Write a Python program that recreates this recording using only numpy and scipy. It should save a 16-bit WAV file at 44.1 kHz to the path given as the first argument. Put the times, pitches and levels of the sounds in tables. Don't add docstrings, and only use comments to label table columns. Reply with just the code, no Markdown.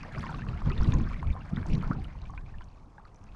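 import sys
import numpy as np
from scipy import signal
from scipy.io import wavfile

SR = 44100
rng = np.random.default_rng(int(sys.argv[2]) if len(sys.argv) > 2 else 0)


def to_wav(s):
    ch = np.atleast_2d(s).T
    pcm = np.round(np.clip(ch, -1, 1) * 32767)
    wavfile.write(sys.argv[1], SR, pcm.astype(np.int16))


N = 147735

# (time [s], wash level [dB], spray level [dB])
CHURN = [(0.0, -48.5, -71.5), (0.21, -50, -63.5), (0.29, -43.5, -63.5), (0.47, -56.5, -70.5),
         (0.66, -50, -67), (0.82, -45, -65.5), (1.07, -53, -67.5), (1.39, -56, -74), (1.6, -51.5, -67.5),
         (1.74, -55.5, -63.5), (1.83, -51, -70.5), (1.95, -53, -73.5), (2.02, -59.5, -72),
         (2.23, -58.5, -76), (2.35, -71.5, -73.5), (2.51, -63, -81.5), (2.64, -78, -77),
         (2.84, -69.5, -84.5), (3.11, -72, -82), (3.35, -63, -76.5)]


def amp(db):
    return 10 ** (np.asarray(db) / 20)


def unit_rms(x):
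    return x / np.sqrt(np.mean(x ** 2) + 1e-20)


def envelopes(rows):
    time_s, *columns = np.transpose(rows)
    return [np.interp(np.arange(N) / SR, time_s, c) for c in columns]


def level_at(spectrum, hz):
    freq_hz, db = np.transpose(spectrum)
    return np.interp(np.log(hz), np.log(freq_hz), db)


def bandpass(x, low_hz, high_hz):
    return signal.sosfilt(signal.butter(2, [low_hz, high_hz], "band", fs=SR, output="sos"), x)


def drift(rate_hz):
    hop = 40
    pole = np.exp(-2 * np.pi * rate_hz * hop / SR)
    slow = signal.lfilter([1], [1, -2 * pole, pole ** 2], rng.standard_normal(N // hop + 2002))[2000:]
    return np.interp(np.arange(N) / hop, np.arange(len(slow)), unit_rms(slow))


def flicker_noise(spectrum, depth_db, rate_hz, shared):
    out, common = 0, drift(rate_hz)
    octaves = np.log2(spectrum[-1][0] / spectrum[0][0])
    edges_hz = spectrum[0][0] * 2 ** np.arange(0, octaves + .01, .5)
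    white = rng.standard_normal((2, N + SR // 4))
    for k, (low, high) in enumerate(zip(edges_hz, edges_hz[1:])):
        band = bandpass(white[k % 2], low, high)[-N:]
        flicker_db = depth_db * (shared * common + drift(rate_hz))
        out = out + band * amp(level_at(spectrum, np.sqrt(low * high)) + flicker_db)
    return unit_rms(out)


def bubble_tone(hz, cycles, draw):
    life_s = np.clip(cycles, 3, 70) / hz
    t = np.arange(int(life_s * SR)) / SR
    rough, wobble = (np.interp(t * hz / 4, np.arange(20), d) for d in (draw[:20], draw[20:]))
    glide = 1 + .1854 * np.sqrt(1000 / hz) * t / life_s + .059 * wobble
    tone = np.sin(2 * np.pi * hz * np.cumsum(glide) / SR)
    attack = 1 - np.exp(-t * hz / 1.14)
    decay = amp(-25.1 * (t / life_s) ** .57)
    return attack * decay * tone * (1 + .43 * min(cycles / 20, 1) * rough)


def bubble_slap(hz, draw, decay_s=.0015):
    t = np.arange(300) / SR
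    a, b = (np.interp(.9 * hz * t, np.arange(150), d) for d in (draw[:150], draw[150:]))
    phase = 2 * np.pi * 1.15 * hz * t
    envelope = np.minimum(hz * t, 1) * np.exp(-t / decay_s) * np.hanning(600)[300:]
    slap = envelope * (a * np.sin(phase) + b * np.cos(phase))
    return slap / np.abs(slap).max()


def bubbles(rows):
    out = np.zeros(N + SR)
    for time_s, db, hz, cycles, slap_db in rows:
        draw = rng.standard_normal(340)
        tone, slap = bubble_tone(hz, cycles, draw[:40]), bubble_slap(hz, draw[40:])
        i = int(time_s * SR)
        out[i:i + len(tone)] += amp(db) * tone
        out[i:i + len(slap)] += amp(db + slap_db) * slap
    return out[:N]


def swarm(spectrum, per_s, low_hz, high_hz, cycles, spread_db, clump_db, slap_db):
    when, pitch, strength, ring, softness = rng.random((1500, 5))[:int(per_s * N / SR)].T
    births = np.cumsum(amp(clump_db * drift(9)))
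    time_s = np.searchsorted(births / births[-1], when) / SR
    hz = low_hz * (high_hz / low_hz) ** pitch
    db = level_at(spectrum, hz) + 10 * np.log10(hz) - spread_db * np.log(strength + .012)
    return unit_rms(bubbles(zip(time_s, db, hz, cycles * (.5 + ring), slap_db - 15 * softness)))


def drips():
    # (time [s], level [dB], pitch [Hz], life [cycles], slap re level [dB])
    events = [(0.034, -28, 1075, 13.6, -22), (0.238, -26, 1005, 29, -3), (0.255, -33, 924, 38, -19),
              (0.267, -29, 1700, 16, -7), (0.293, -28.5, 880, 16, -10), (0.327, -29, 1330, 14, -9),
              (0.385, -37.5, 970, 23, -13), (0.419, -36.5, 1720, 37, -1), (0.466, -37.5, 1050, 33, 2),
              (0.705, -33, 1210, 56, -6.5), (0.808, -35, 1007, 37, 0), (0.934, -30.5, 970, 41, -13),
              (1.108, -42, 1260, 32, -16), (1.127, -38, 1214, 30, -13), (1.228, -29, 1020, 25, -3.5),
              (1.352, -41, 748, 65, 4), (1.364, -33, 950, 37, -7), (1.571, -31.5, 1374, 23, -12),
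              (1.629, -34, 1490, 29, -7), (1.659, -37.5, 890, 38, 0), (1.827, -34.5, 900, 17, 1.5),
              (1.834, -29, 1316, 25, -14), (1.844, -41, 743, 36, -1), (1.898, -38, 930, 39, -20),
              (1.912, -19.5, 1187, 23.6, -13), (1.9125, -27.5, 550, 7.3, -4), (1.92, -24, 1313, 21, -22),
              (1.979, -34, 717, 27.5, -30), (2.296, -41, 1040, 59, -16), (2.337, -38.5, 1105, 37, -2.5),
              (2.376, -41, 970, 43, -16), (2.54, -44.5, 1670, 38, -25), (2.607, -42.5, 953, 31, 1),
              (2.981, -43.5, 850, 47, -31), (2.997, -39, 1190, 13, -24), (3.052, -40, 1230, 26, -8),
              (2.3765, -42, 1440, 45, -11), (2.6085, -41.5, 1400, 45, -1), (2.9811, -37, 1500, 14, -37),
              (0.0074, -36.5, 2330, 32, -18), (0.0318, -45, 2660, 24, -32), (0.159, -39.5, 2140, 28, -4),
              (0.2703, -47, 2210, 42, -23), (0.3865, -41, 2570, 56, -12), (0.6998, -33, 1890, 28, -4),
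              (0.7173, -32.5, 2520, 65, -2), (0.9213, -34, 2310, 28, 4.5), (1.1323, -36.5, 2300, 37, -11),
              (1.2695, -41, 2270, 63, -3), (1.3024, -38, 2260, 47, -6), (1.4082, -45, 2720, 41, -18),
              (1.712, -54, 2980, 16, -6), (1.732, -33, 2350, 23, -1), (2.103, -47.5, 1990, 32, -6),
              (2.2553, -45, 2330, 33, -0.5), (2.377, -33.5, 2280, 32, -18), (2.4613, -46.5, 2270, 43, -23),
              (2.584, -51.5, 2700, 43, 0), (3.2884, -50.5, 2460, 40, -12), (3.3174, -52.5, 2320, 24, -3),
              (0.2064, -42.5, 3270, 25, -5), (0.3461, -39, 2810, 17, -2), (0.411, -48, 2740, 75, -11),
              (0.4868, -39.5, 2650, 34, -1.5), (0.5387, -48, 2690, 33, -14), (0.7776, -29.5, 3550, 41, -12),
              (0.8445, -35.5, 3330, 24, -7.5), (0.8734, -43, 3890, 47, -5), (1.3274, -43.5, 3620, 47, -12),
              (1.5614, -40.5, 3540, 54, -5), (1.7509, -36.5, 3940, 28, -3), (1.8103, -43.5, 2920, 21, -5),
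              (1.8233, -45.5, 2800, 26, 1), (2.0438, -40.5, 2880, 42, -4), (2.2174, -42, 3810, 32, -7),
              (2.6189, -50, 2940, 46, -1), (2.6858, -55, 4200, 41, -17), (3.052, -53, 4330, 43, -12),
              (0.0308, -42.5, 4550, 37, -2), (0.183, -43, 4970, 74, -8), (0.1935, -39.5, 5700, 43, -10),
              (0.2578, -44.5, 5100, 31, -12), (0.2967, -50, 4750, 30, -8), (0.604, -46.5, 4720, 26, -10),
              (0.6973, -41, 4500, 42, -2), (0.8325, -38.5, 5400, 43, -13.5), (0.9393, -29.5, 6200, 28, -15),
              (1.0166, -49.5, 6100, 39, -4), (1.6656, -39.5, 5900, 22, -3), (1.6861, -48.5, 7600, 16, 0),
              (0.2064, -58, 10600, 40, -1), (1.279, -55, 11300, 40, 5), (1.8312, -51, 9600, 30, 4),
              (2.0398, -51, 10000, 40, 4.5), (1.7355, -39, 5400, 37, -19), (1.8766, -43.5, 4830, 20, -10),
              (1.933, -44, 4500, 19, -18), (2.3052, -54, 6240, 32, -1), (2.6419, -57, 5600, 66, 7.5),
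              (3.1448, -55, 6060, 39, 0), (3.1594, -52, 5860, 64, -13), (3.2395, -54, 5670, 8.9, 5),
              (0.706, -34, 383, 35, -26), (2.294, -42, 746, 25, -12), (2.334, -43.5, 768, 41, -15)]
    return bubbles(events)


def wash():
    # (frequency [Hz], relative density [dB])
    spectrum = [(150, -6.5), (250, 1), (473, -10), (835, -6), (994, -3.5), (1380, -5), (1970, -10),
                (2730, -23.5), (3650, -48), (4000, -19), (5200, -91), (8800, -120)]
    rush = flicker_noise(spectrum, depth_db=2.9, rate_hz=14.5, shared=1)
    gurgle = swarm(spectrum, per_s=150, low_hz=450.6, high_hz=2940, cycles=20,
                   spread_db=2.9, clump_db=3, slap_db=-5)
    wash_db, _ = envelopes(CHURN)
    return amp(wash_db) * (amp(-3.5) * rush + amp(-1) * gurgle)


def spray():
    # (frequency [Hz], relative density [dB])
    spectrum = [(1180, -37), (2000, 1), (3020, -12), (3710, -9), (6240, -17), (10500, -20.5), (12400, -46),
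                (16100, -73), (22000, -120)]
    hiss = flicker_noise(spectrum, depth_db=3.1, rate_hz=27, shared=1.2)
    fizz = swarm(spectrum, per_s=340, low_hz=2211, high_hz=7500, cycles=22,
                 spread_db=2.3, clump_db=5.5, slap_db=-3)
    _, spray_db = envelopes(CHURN)
    return amp(spray_db) * (amp(2.5) * hiss + amp(4.5) * fizz)


def sizzle(droplets_per_s=160, burst_s=.002, spread_db=3.5, hiss=.44):
    born = rng.random(N) < droplets_per_s * amp(4 * drift(12)) / SR
    sizes = amp(spread_db * np.minimum(rng.exponential(1, N), 4))
    pole = np.exp(-2 / (burst_s * SR))
    bursts = unit_rms(signal.lfilter([1], [1, -2 * pole, pole ** 2], born * sizes + 1e-18))
    treble = bandpass((bursts + hiss) * rng.standard_normal(N), low_hz=8600, high_hz=11650)
    _, spray_db = envelopes(CHURN)
    return amp(spray_db - 8) * unit_rms(treble)


def thumps():
    # (centre time [s], peak [dB], pitch [Hz], length [cycles])
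    events = [(0.891, -15.5, 116, 3.2), (1.909, -19.5, 208, 2.3), (2.572, -41, 151, 3.6)]
    out = np.zeros(N)
    for centre_s, db, hz, cycles in events:
        n = int(cycles / hz * SR)
        i = int(centre_s * SR) - n // 2
        t = (np.arange(n) - n / 2) / SR
        out[i:i + n] -= amp(db) * np.hanning(n) * np.cos(2 * np.pi * hz * t)
    return out


def wind():
    # (time [s], thud level [dB], flutter level [dB])
    gusts = [(0.0, -59, -41), (0.02, -43.5, -48.5), (0.12, -42, -49.5), (0.18, -33.5, -36), (0.3, -46, -42),
             (0.53, -34.5, -36), (0.64, -34.5, -45), (0.675, -24, -26.5), (0.75, -34, -39.5),
             (0.8, -15.5, -33), (0.85, -28.5, -29), (0.89, -24, -25.5), (0.92, -32, -30.5),
             (0.95, -25, -24.5), (1.04, -26.5, -29.5), (1.1, -36.5, -43.5), (1.22, -31.5, -43),
             (1.26, -23, -40), (1.39, -39, -40.5), (1.5, -36, -49), (1.535, -34, -35), (1.58, -32, -29),
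             (1.64, -36.5, -42.5), (1.73, -28.5, -26.5), (1.83, -33.5, -37.5), (1.88, -29, -34.5),
             (1.91, -43, -33.5), (2.02, -38.5, -44.5), (2.05, -35, -47.5), (2.1, -40.5, -50),
             (2.36, -40.5, -48), (2.67, -41, -56.5), (2.73, -52, -58.5), (3.35, -51, -55.5)]
    # (frequency [Hz], relative density [dB])
    thud_spectrum = [(8.8, -39.5), (15, -2.5), (38, -2.5), (110, -12.5), (140, -42), (240, -120)]
    flutter_spectrum = [(41, -24), (70, -6), (167, 1), (242, -13), (287, -14.5), (600, -38.5), (780, -75.5),
                        (1320, -120)]
    thud = flicker_noise(thud_spectrum, depth_db=1.8, rate_hz=10, shared=.95)
    flutter = flicker_noise(flutter_spectrum, depth_db=2.2, rate_hz=14, shared=.79)
    thud_db, flutter_db = envelopes(gusts)
    return amp(thud_db) * thud + amp(flutter_db) * flutter


def lake():
    # (frequency [Hz], relative density [dB])
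    spectrum = [(150, -16), (250, 0.5), (481, -2), (735, 0.5), (1020, -0.5), (1560, -50), (3960, -29),
                (6360, -23.5), (12400, -39), (16100, -92.5), (22000, -120)]
    return amp(-62) * flicker_noise(spectrum, depth_db=.75, rate_hz=17, shared=.37)


def scene():
    return (wind() + wash() + spray() + lake() + drips() + thumps() + sizzle())[None]


def record(dry):
    rolloff_hz, stopband_hz = 7060, 13450
    dull = signal.sosfilt(signal.butter(2, rolloff_hz, fs=SR, output="sos"), dry)
    return signal.sosfilt(signal.cheby2(18, 60, stopband_hz, fs=SR, output="sos"), dull)


dry = scene()
out = record(dry)
to_wav(out)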